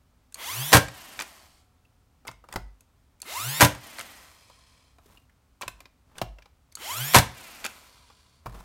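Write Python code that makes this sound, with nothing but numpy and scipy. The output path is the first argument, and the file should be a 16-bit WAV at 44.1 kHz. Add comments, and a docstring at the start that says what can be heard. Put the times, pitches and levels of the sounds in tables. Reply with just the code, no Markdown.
"""A cordless flywheel nailer drives three brads into a pine board on a workbench, close to the microphone.
For each shot the trigger clicks, the motor whines up with the flywheel, the driver slams and the wheel coasts down.
After each shot the gun is lifted with clicks; before the next it is set down and pressed home, and the bench sways.
Light taps, rubs and creaks fill the gaps; after the last lift the gun is laid down with soft bumps.
A small workshop answers everything, over its still air."""
import sys
import numpy as np
from scipy import signal
from scipy.fft import rfft, irfft, next_fast_len
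from scipy.io import wavfile
from scipy.ndimage import uniform_filter1d

SR = 44100
rng = np.random.default_rng(int(sys.argv[2]) if len(sys.argv) > 2 else 0)


def transcribe(signal):
    """Save signal, clipped to [-1, 1], as a 16-bit WAV file at the path in sys.argv[1]."""
    frames = np.atleast_2d(signal).T
    limited = np.clip(frames, -1, 1)
    pcm = np.round(limited * 32767).astype(np.int16)
    wavfile.write(sys.argv[1], SR, pcm)


N = 381024
TIME = np.arange(N) / SR
BRIEF = TIME[:SR // 2]
TOP_HZ = 15900  # upper edge of the sound

# All levels are relative: a sound's own level and the levels of its parts add up.

# still air of the room: pitch_hz, level_db
AIR_SPECTRUM = [(12, -49.5), (20, -18), (65, -3), (222, -21), (255, -15.5), (319, -25.5), (1330, -28.5),
                (1660, -33.5), (16000, -44)]
# how long the room rings: pitch_hz, t60_s (time to fall by 60 dB)
ROOM_DECAY = [(100, .4), (500, .33), (2000, .35), (6000, .3), (15000, .2)]
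# a narrow dip in the treble of the microphone: pitch_hz, level_db
MICROPHONE_RESPONSE = [(9700, 1), (10350, -2.5), (10900, 0)]

# bench top and frame: pitch_hz, level_db, t60_s
BENCH_MODES = [(61, -8, .22), (90, -8, .1), (115, -1, .13), (163, -10, .14), (203, -20, .25)]
# hollow knock of the bench top: pitch_hz, level_db
BENCH_KNOCK = [(150, 9), (400, 0.5), (750, 7), (1200, -22.0)]
# soft bumps on the bench, the loudest as the gun is laid down: time_s, level_db
BUMP_TIMES = [(5.099, -25), (8.4587, 1), (8.465, -1.5), (8.547, -11)]
# brief creaks of grip and bench, each on one resonance: time_s, pitch_hz, level_db
CREAK_TIMES = [(1.849, 2720, -54), (5.058, 419, -43.5), (5.172, 2763, -44), (5.295, 1900, -51.5),
               (6.154, 2370, -47), (6.718, 4567, -51)]
# the gun shifts in the hand or slides on the bench: middle_s, half_length_s, level_db, scrape_db (bright share)
RUB_TIMES = [(5.12, 0.1, -65.5, -1.5), (5.81, 0.065, -64, -17), (6.14, 0.061, -63.5, -21),
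             (8.57, 0.093, -51.5, -10)]
# dull drag and bright scrape of a rub: pitch_hz, level_db
DRAG_SPECTRUM = [(100, 12.5), (350, 3.5), (1100, 6.0), (2500, -7.5), (15000, -21)]
SCRAPE_SPECTRUM = [(900, -10), (2600, 2), (6000, -3), (13000, -2), (16000, -8)]
# single light taps, mostly as the gun is handled; those at 0.883 and 3.749 s are the driver clicking back into
# place after a blow: time_s, level_db, wood_db, steel_db (shares of wood and steel)
TAP_TIMES = [(0.883, -27, -19, -18), (2.2505, -44.5, -0.5, -31.5), (2.313, -38.5, -11, -14),
             (2.44, -53, 5.5, -58), (2.487, -39, -8, -18), (2.538, -36.5, 0, -7), (2.807, -50, -40, -2),
             (3.749, -32.5, -10, -16), (4.498, -47.5, -3, -13), (4.984, -47, -7, -21.5),
             (5.855, -34.5, -18.5, -42), (6.385, -39.5, -10.5, -37.5), (6.422, -38.5, -25, -40),
             (6.457, -41, -12.5, -30), (8.1, -46, -7, -27)]

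# Each move of the hand is a fixed run of contacts: delay_s (from the move's time), knock_db, clack_db, tick_db
# the trigger takes up its slack, clicks and hits its stop
TRIGGER_CONTACTS = [(-.017, -94, -60, -53), (0, -66, -52, -34.5), (.01, -53, -48.5, -56.5)]
# the nose meets the board, slides in and seats
TOUCH_CONTACTS = [(0, -40, -45, -45.5), (.005, -54, -40, -34), (.0105, -54.5, -29.5, -48),
                  (.02, -36.5, -38, -72)]
# the pressed nose trips the safety switch and bottoms out
PRESS_CONTACTS = [(-.035, -48, -36, -39.5), (0, -34, -28.5, -40)]
# the freed nose springs out and bounces on its stop
LIFT_CONTACTS = [(0, -39, -28.5, -42), (.008, -38, -34, -29.5), (.015, -49, -28.5, -43.5),
                 (.0255, -44, -31, -32)]
# the trigger is pulled: time_s, level_db, stretch (multiplies the contact delays)
PULL_TIMES = [(0.3435, 0.5, 1.2), (3.2178, 1, .95), (6.753, 1, 1.75)]
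# the gun is set on the board: time_s, level_db, stretch, wait_s (until its weight lands)
TOUCH_TIMES = [(2.2696, -5, 0.88, 0.013), (5.611, -2, 1, .055)]
# it is pressed home: time_s, level_db, stretch, hollow_db (hollow knock of the bench)
PRESS_TIMES = [(2.5591, -0.5, 0.97, 6.5), (6.2155, -0.5, 0.96, 8)]
# it is lifted off: time_s, level_db, stretch
LIFT_TIMES = [(1.191, -1, 1.14), (3.9844, -6, 1), (7.6423, -0.5, 0.79)]
# the free nose snaps against its stop and rings: time_s, level_db
SNAP_TIMES = [(5.679, -2.5), (5.804, -18)]
# the board under a light knock, before each spot's own detuning: pitch_hz, level_db, t60_s
KNOCK_MODES = [(500, -6, .035), (880, -3, .035), (1150, -4, .035)]
# the struck plastic shell, before each spot's own detuning: pitch_hz, level_db, t60_s
CLACK_MODES = [(1420, -5, 0.011), (1994, -6, 0.01), (2410, -3, 0.024), (3160, -6.5, 0.011),
               (4910, -7.5, 0.0112)]
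# the steel safety nose: pitch_hz, level_db, t60_s
NOSE_MODES = [(3972, -2.5, 0.17), (7200, 0, 0.15), (11000, -1, 0.12), (14200, 4, 0.088)]
# the trigger's spring: pitch_hz, level_db, t60_s
SPRING_MODES = [(4370, 0, .012), (6700, -2, .01)]
# noisy part of a knock, a clack and a tick: pitch_hz, level_db
KNOCK_GRIT = [(250, -7.0), (480, -5.5), (1200, 1), (3000, -29)]
CLACK_GRIT = [(700, -20), (1500, 0), (5000, -4), (9000, -22)]
TICK_SPECTRUM = [(4000, -20.5), (6600, 0), (11000, -3.5), (16000, -17)]

# the three shots: start_s (motor), blow_s, blow_db, hollow_db (hollow knock of the board),
# loose_db (loose steel on the bench), whirr_db (bearings), whirr_s (length), speed_turns_per_s (left after the blow)
SHOT_TIMES = [(0.356, 0.729, -3.5, -9, -57.5, -59, 0.932, 87.7),
              (3.232, 3.608, -5.5, -8.5, -72.5, -60.5, 1.374, 93.1),
              (6.77, 7.145, -3.5, -15.5, -70, -60, 1.3, 93.1)]
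# contacts within a shot, from the driver's grab to its return: delay_s (after the blow), crack_db, wood_db, thump_db
STROKE_CONTACTS = [(-.008, -23, -28.5, -52.5), (0, -12, -8.5, -41), (.003, -11, -13.5, -41),
                   (.009, -9.5, -8.5, -31.5), (0.0176, -13, -8.5, -5.5), (.025, -15.5, -16, -23.5),
                   (.032, -18, -21, -27), (0.0403, -13.5, -14, -11.5)]
# crack of the driver: pitch_hz, level_db (per Hz)
CRACK_SPECTRUM = [(70, -25.5), (160, -10), (300, -18), (589, -11), (960, -3.5), (2200, -9.5), (6390, -15.5),
                  (12600, -16), (16000, -31.5)]
# board and gun body, before the hand damps them: pitch_hz, level_db, t60_s
WOOD_MODES = [(294.3, -4.5, 0.96), (386, -9, .2), (542, -6, 0.36), (700, -8.5, 0.081), (793, -2.5, 0.12),
              (962, 3.5, .3), (1074, -3, 0.23), (1407, -3.5, 0.04), (1603, 0, 0.46), (1884, -6, 0.18),
              (2283, -3.5, 0.24), (3370, -7.5, 0.22)]
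# crunch of the nail and hollow knock of the board: pitch_hz, level_db
CRUNCH_SPECTRUM = [(150, -27), (500, -13.0), (950, 2), (1250, -6.0), (1600, -1), (3000, -21.5)]
HOLLOW_SPECTRUM = [(200, -27.5), (380, -8.5), (560, 3.5), (850, -26.0)]
# loose steel on the bench: pitch_hz, level_db, t60_s
LOOSE_MODES = [(735, 0, 3.4), (1160, -6, 1.8), (1335, -4, 3)]

# resonances of the shell that the whine sweeps through: pitch_hz, level_db
WHINE_SPECTRUM = [(300, -12.5), (1030, 0.5), (1600, -10), (2100, 6), (2600, -3), (3100, 1), (4800, -4),
                  (6300, -1.5), (8500, -5), (11300, 2.5), (16000, 2)]
# side tones of the slightly uneven rotor: multiple (of the speed), level_db
ROTOR_TONES = [(6, -5), (13, -3), (21, -3), (22, -2), (23, -3), (27, -4)]
# housing, colouring the brush hiss and the rim: pitch_hz, level_db
HOUSING_SPECTRUM = [(120, -34), (200, -12), (950, -1), (3200, -6), (5000, -11.5), (11300, -7.5),
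                    (16000, -13)]
# extra colour of the rim's buzz: pitch_hz, level_db
BUZZ_SPECTRUM = [(600, -14), (1300, -7), (2500, 0), (9000, -2)]
# overtones of the coasting wheel: pitch_hz, level_db
SCUFF_SPECTRUM = [(500, -14.5), (2300, 0), (4500, -9), (16000, -36)]
# noise of the wheel's chatter: pitch_hz, level_db (per Hz)
CHATTER_SPECTRUM = [(120, -36.5), (200, -3.5), (424, -10.5), (700, -3.5), (2470, -9.5), (5130, -12),
                    (14100, -14), (16000, -26)]
# treble part of the chatter: pitch_hz, level_db
TREBLE_SPECTRUM = [(2000, -20), (12000, 0)]
# whirr of the bearings: pitch_hz, level_db (per Hz)
BEARING_SPECTRUM = [(240, -45), (420, -10.5), (839, -8.5), (1060, 0.5), (1300, -6), (1900, -8.5),
                    (2300, -2), (2800, -7.5), (3200, -2), (3700, -6.5), (4400, -3), (6200, -7), (9600, -11),
                    (16000, -29.5)]

# motor under power: speed it climbs towards (turns per s), time constant of the climb (s), level and its attack
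TOP_SPEED, SPIN_UP_S, DRIVE_DB, DRIVE_ATTACK_S = 222, .29, -34.5, 0.074
SEGMENTS, SCUFFS = 12, 6  # commutator ticks and scuffs of the wheel in one turn
BRUSH_DB, BUZZ_DB, SWEEP_DB, RIPPLE_DB, SIDE_DB = -6, -5, -1.8, 1, -11.5  # parts of the motor sound
SHELL_HZ, BENCH_TURNS = 1030, 129  # shell resonance; wheel speed (turns per s) that shakes the bench most
# free-running wheel: time to a stop (s), speed under which its chatter dies (turns per s)
STOP_S, QUIET_SPEED = 1.13, 40
# its chatter is muted until the driver is back in place (s after the blow)
CHATTER_DB, MUTED_DB, DRIVER_BACK_S = -48, -9, .21
FREE_STEEL_DB = -19  # ring of the nose against its tick when it is free
SPRING_DB = -28


def amp(db):
    """Decibels to gain."""
    return 10 ** (np.asarray(db) / 20)


def unit(x):
    """Scale x to an rms (average strength) of 1."""
    return x / np.sqrt(np.mean(x ** 2) + 1e-20)


def fade(t, t60):
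    """Exponential decay that falls by 60 dB in t60 seconds."""
    return np.exp(-np.log(1000) * t / t60)


def along(points, hz):
    """Read a curve of (pitch, value) points, with pitch on a log axis."""
    pitches, values = np.transpose(points)
    return np.interp(np.log(hz + 1), np.log(pitches + 1), values)


def filtered(x, response):
    """Change the strength of each frequency in x by a response function."""
    size = next_fast_len(len(x) + SR // 4)
    hz = np.fft.rfftfreq(size, 1 / SR)
    return irfft(rfft(x, size) * response(hz), size)[:len(x)]


def coloured(x, spectrum):
    """Pass x through a spectrum table."""
    return filtered(x, lambda hz: amp(along(spectrum, hz)))


def noise(spectrum, size):
    """Noise of rms 1 with a given spectrum."""
    return unit(coloured(rng.standard_normal(size), spectrum))


def wobble(size):
    """A random curve of rms 1, smoothed over size samples."""
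    return unit(uniform_filter1d(rng.standard_normal(N), size=size))


def band_limit(hz):
    """Gain of a steep low-pass at the top of the band."""
    return 1 / np.sqrt(1 + (hz / TOP_HZ) ** 300)


def add(track, s, sound):
    """Mix a sound into the track at time s."""
    part = track[max(round(s * SR), 0):][:len(sound)]
    part += sound[:len(part)]


def ring(modes, t, rise=.0005, scatter=1):
    """Struck resonances, at slightly new strengths for every blow; scatter 0-1 loosens their phases."""
    tones = np.zeros(len(t))
    for hz, db, t60 in modes:
        strength = amp(db + rng.normal(0, 0.51))
        tones += strength * fade(t, t60) * np.sin(2 * np.pi * (hz * t + scatter * rng.random()))
    return tones * (1 - np.exp(-t / rise))


def stack(cycles, hz, spectrum, count):
    """Overtones of a gliding pitch, each coloured by the resonance it is passing."""
    out = np.zeros(len(cycles))
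    for k in range(1, count + 1):
        level = amp(along(spectrum, k * hz)) * band_limit(k * hz) / (1 + (2 * k / count) ** 4)
        out += level * np.sin(2 * np.pi * (k * cycles + rng.random()))
    return out


def ticks(turns, sizes):
    """One pulse for each rough spot of a rim as it passes; the sizes repeat every turn."""
    k = np.arange(int(turns[-1] * len(sizes)))
    when = np.interp(k / len(sizes), turns, np.arange(len(turns)))
    # a short smooth pulse places each tick between samples
    places = when.astype(int)[:, None] + np.arange(-7, 9)
    lag = places - when[:, None]
    kernel = np.sinc(lag) * np.cos(np.pi * lag / 16) ** 2
    pulses = kernel * sizes[k % len(sizes), None]
    return np.bincount(np.abs(places).ravel(), pulses.ravel(), len(turns))[:len(turns)]


def shell(x, t60, direct):
    """The plastic shell smears each pulse over its many short resonances."""
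    body = rng.standard_normal(len(BRIEF)) * fade(BRIEF, t60)
    return direct * x + signal.fftconvolve(x, body / np.linalg.norm(body))[:len(x)]


def workshop(x):
    """The room's answer: a noise tail whose highest treble dies first."""
    hz, t, z = signal.stft(rng.standard_normal(SR // 2), SR, nperseg=256)
    decay = fade(t, along(ROOM_DECAY, hz)[:, None])
    tail = signal.istft(z * decay, SR, nperseg=256)[1]
    tail *= 1 - np.exp(-TIME[:len(tail)] / 0.0013)
    return signal.fftconvolve(x, tail / np.linalg.norm(tail))[:N]


def lean(thud_db, sway_db, knock_db):
    """Under the gun's weight the bench top knocks and thuds and the frame sways."""
    t = BRIEF
    # a soft 50 Hz swell, strongest 85 ms in
    sway = np.sin(2 * np.pi * 50 * t) * np.exp(-((t - .085) / .065) ** 2)
    knock = noise(BENCH_KNOCK, len(t)) * fade(t, 0.053)
    thud = ring(BENCH_MODES, t, rise=0.0033, scatter=0) + amp(knock_db) * knock
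    return amp(sway_db) * sway + amp(thud_db) * thud


def bench():
    """The bench takes a little weight at each touch, and more at each press and when the gun is laid down."""
    out = np.zeros(N)
    for s, _, _, wait in TOUCH_TIMES:
        add(out, s + wait, lean(thud_db=-42.0, sway_db=-57.0, knock_db=-24))
    for s, db, _, hollow_db in PRESS_TIMES:
        add(out, s, amp(db) * lean(thud_db=-30.5, sway_db=-39.5, knock_db=hollow_db))
    for s, db in BUMP_TIMES:
        add(out, s, amp(db) * lean(thud_db=-34, sway_db=-43.5, knock_db=-4.0))
    return out


def creaks():
    """Small slips of grip and bench; each sounds one narrow resonance."""
    out, t = np.zeros(N), BRIEF
    for s, hz, db in CREAK_TIMES:
        peak = [(hz / 2, -30), (hz / 1.15, -12), (hz, 0), (hz * 1.15, -12), (2 * hz, -30)]
        shape = fade(t, 0.032) * (1 - np.exp(-t / 0.0033))
        add(out, s, amp(db) * noise(peak, len(t)) * shape)
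    return out


def rubs():
    """Plastic and wood rub in small uneven slips whenever the nose slides or the gun shifts."""
    slides = [(s - .028, .028, db - 52.5, -12) for s, db, *_ in PRESS_TIMES]
    slides += [(s + 0.0024, .024, db - 55, -12) for s, db, _ in LIFT_TIMES]
    drag = noise(DRAG_SPECTRUM, N)
    scrape = noise(SCRAPE_SPECTRUM, N)
    strokes = np.zeros(N)
    for s, half, db, scrape_db in slides + list(RUB_TIMES):
        swell = np.exp(-((TIME - s) / half) ** 2)
        strokes += amp(db) * swell * (drag + amp(scrape_db) * scrape)
    return strokes * unit(amp(3 * wobble(size=150)))


def detuned(modes):
    """Each spot struck has its own pitches, about a tenth off the table."""
    return [(hz * (1 + rng.normal(0, .1)), db, t60) for hz, db, t60 in modes]


def contact(knock_db, clack_db, tick_db, steel_db=-32):
    """A contact knocks the board, clacks the plastic shell and ticks the steel nose, which also rings."""
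    t = TIME[:SR // 4]
    grit = amp(-5)
    knock = ring(detuned(KNOCK_MODES), t) + grit * noise(KNOCK_GRIT, len(t)) * fade(t, 0.069)
    clack = ring(detuned(CLACK_MODES), t) + grit * noise(CLACK_GRIT, len(t)) * fade(t, .03)
    tick = noise(TICK_SPECTRUM, len(t)) * fade(t, 0.015)
    burst = amp(knock_db + 6) * knock + amp(clack_db + 7) * clack + amp(tick_db + 7.5) * tick
    burst *= 1 - np.exp(-t / 0.00092)
    return burst + amp(tick_db + steel_db) * ring(NOSE_MODES, t)


def taps():
    """Single light contacts, each with its own share of wood and steel."""
    out = np.zeros(N)
    for s, db, wood_db, steel_db in TAP_TIMES:
        add(out, s, contact(knock_db=db + wood_db - 3, clack_db=db - 13, tick_db=db + steel_db + 1))
    return out


def handling():
    """The gun is set down, pressed, triggered, lifted and laid aside, each move a run of small contacts."""
    out = np.zeros(N)
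    # the nose rings more strongly as it touches down
    moves = [(TOUCH_CONTACTS, TOUCH_TIMES, FREE_STEEL_DB), (PRESS_CONTACTS, PRESS_TIMES, -32),
             (TRIGGER_CONTACTS, PULL_TIMES, -32), (LIFT_CONTACTS, LIFT_TIMES, -32)]
    for contacts, times, steel_db in moves:
        for s, db, stretch, *_ in times:
            for delay, knock_db, clack_db, tick_db in contacts:
                add(out, s + stretch * delay, amp(db) * contact(knock_db, clack_db, tick_db, steel_db))
    for s, db, _ in PULL_TIMES:
        add(out, s, amp(db + SPRING_DB) * ring(SPRING_MODES, BRIEF))
    for s, db in SNAP_TIMES:
        add(out, s, amp(db) * contact(knock_db=-37.5, clack_db=-29, tick_db=-30.5, steel_db=FREE_STEEL_DB))
    for s, db in BUMP_TIMES:
        add(out, s, amp(db) * contact(knock_db=-37.5, clack_db=-47, tick_db=-70))
    return out


def wind_up(length):
    """The motor nears its top speed: twelve commutator ticks a turn, brush hiss and the hum of unbalance."""
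    t = TIME[:round(length * SR)]
    speed = TOP_SPEED * (1 - np.exp(-t / SPIN_UP_S))
    turns = np.cumsum(speed) / SR
    pace = speed / speed[-1]
    # the commutator runs slightly off centre, so each overtone has side tones one turn apart
    swing = turns + .0012 * np.sin(2 * np.pi * turns)
    overtones = stack(SEGMENTS * swing, SEGMENTS * speed, WHINE_SPECTRUM, count=24)
    overtones = shell(overtones, t60=.02, direct=1.2)
    whine = amp(SWEEP_DB) * unit(overtones * pace ** 0.31 * amp(wobble(size=250)[:len(t)]))
    # torque ripple sings out as it sweeps through the shell's main resonance
    resonance = 1 / np.hypot(1, (SEGMENTS * speed - SHELL_HZ) / 110)
    ripple = amp(RIPPLE_DB) * np.sin(2 * np.pi * SEGMENTS * turns) * resonance
    brushes = amp(BRUSH_DB) * noise(HOUSING_SPECTRUM, len(t))
    rotor = sum(amp(db) * np.sin(2 * np.pi * (k * turns + rng.random())) for k, db in ROTOR_TONES)
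    side = amp(SIDE_DB) * pace ** 2 * rotor
    # the wheel's rim repeats the same roughness every turn: a buzz of closely spaced partials
    rim = coloured(ticks(turns, rng.standard_normal(size=96)), HOUSING_SPECTRUM)
    buzz = amp(BUZZ_DB) * unit(coloured(shell(rim, t60=.012, direct=1), BUZZ_SPECTRUM))
    level = amp(DRIVE_DB) * (1 - np.exp(-t / DRIVE_ATTACK_S))
    motor = level * (whine + ripple + brushes + side + buzz)
    # the unbalanced wheel shakes the bench most when it passes the top's resonance
    unbalance = pace ** 2 / np.hypot(1, (speed - BENCH_TURNS) / 7)
    return motor + amp(-28) * unbalance * np.sin(2 * np.pi * turns)


def coast(whirr_db, whirr_length, first_speed):
    """Friction slows the wheel: six scuffs a turn make a falling whine, over the whirr of its bearings."""
    t = TIME[:round(max(STOP_S, whirr_length) * SR)]
    speed = first_speed * np.clip(1 - t / STOP_S, 0, 1) ** 1.5
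    speed = np.maximum(speed, 1)  # stay above zero for the divisions below
    turns = np.cumsum(speed) / SR
    muted = np.clip(.5 + (DRIVER_BACK_S - t) / 0.043, 0, 1)
    level = amp(CHATTER_DB + MUTED_DB * muted) / np.hypot(1, (QUIET_SPEED / speed) ** 2)
    overtones = stack(SCUFFS * turns, SCUFFS * speed, SCUFF_SPECTRUM, count=30)
    tone = unit(level * shell(overtones, t60=.02, direct=1))
    pulsing = amp(3.4 * np.cos(2 * np.pi * SCUFFS * turns))
    scuffs = unit(level * noise(CHATTER_SPECTRUM, len(t)) * pulsing)
    loudness = np.sqrt(np.mean(level ** 2))
    chatter = loudness * (amp(-.5) * scuffs + amp(-5.5) * tone)
    # while the wheel is fast, the treble swells every second turn
    treble = coloured(chatter, TREBLE_SPECTRUM)
    flutter = .7 * treble * np.sin(np.pi * turns) * speed / speed.max()
    # the balls rattle unevenly in the shell's narrow resonances
    balls = shell(noise(BEARING_SPECTRUM, len(t)), t60=.025, direct=2)
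    rattle = unit(balls * amp(1.5 * wobble(size=300)[:len(t)]))
    run_out = np.sqrt(np.clip((whirr_length - t) / 0.64, 0, 1))
    return chatter + flutter + amp(whirr_db) * rattle * run_out


def blow(hollow_db):
    """The driver's contacts crack, crunch into the board and thump the bench."""
    out, t = np.zeros(SR), BRIEF
    # steel on steel: a sharp first instant, then two slower tails
    crack_shape = fade(t, .005) + fade(t, 0.061) + amp(-27.5) * fade(t, 0.2)
    for delay, crack_db, wood_db, thump_db in STROKE_CONTACTS:
        crack = noise(CRACK_SPECTRUM, len(t)) * crack_shape
        crunch = noise(CRUNCH_SPECTRUM, len(t)) * fade(t, .075)
        hollow = noise(HOLLOW_SPECTRUM, len(t)) * fade(t, 0.16)
        # the hand on the board damps its resonances
        modes = amp(-10.5) * ring(WOOD_MODES, t) * fade(t, .2)
        wood = modes + amp(-3.0) * crunch + amp(hollow_db) * hollow
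        thump = ring(BENCH_MODES, t, rise=0.0012, scatter=0)
        hit = amp(crack_db + 3.5) * crack + amp(wood_db) * wood + amp(thump_db) * thump
        add(out, delay - STROKE_CONTACTS[0][0], hit)
    # the deepest bass of the blow is cut away
    return signal.sosfilt(signal.butter(3, 65, "highpass", fs=SR, output="sos"), out)


def nailer():
    """Each shot is a wind-up, a blow, a coasting wheel and the ring of loose steel on the bench."""
    out = np.zeros(N)
    for start, hit, db, hollow_db, loose_db, whirr_db, whirr_length, speed in SHOT_TIMES:
        add(out, start, wind_up(hit - start))
        add(out, hit + STROKE_CONTACTS[0][0], amp(db) * blow(hollow_db))
        add(out, hit, coast(whirr_db, whirr_length, speed))
        add(out, hit, amp(loose_db) * ring(LOOSE_MODES, TIME[:4 * SR]))
    return out


def scene():
    """Gun and bench close by, the room and its still air behind."""
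    near = bench() + creaks() + rubs() + taps() + handling() + nailer()
    air = noise(AIR_SPECTRUM, N)
    return (near + amp(-14.0) * workshop(near) + amp(-64.5) * air)[None]


def record(dry):
    """The microphone colours the treble, the loudest peaks are rounded off and a steep filter ends the band."""
    heard = coloured(dry[0], MICROPHONE_RESPONSE)
    rounded = heard / (1 + heard ** 4) ** (1 / 4)
    return filtered(rounded, band_limit)[None]


dry = scene()
out = record(dry)
transcribe(out)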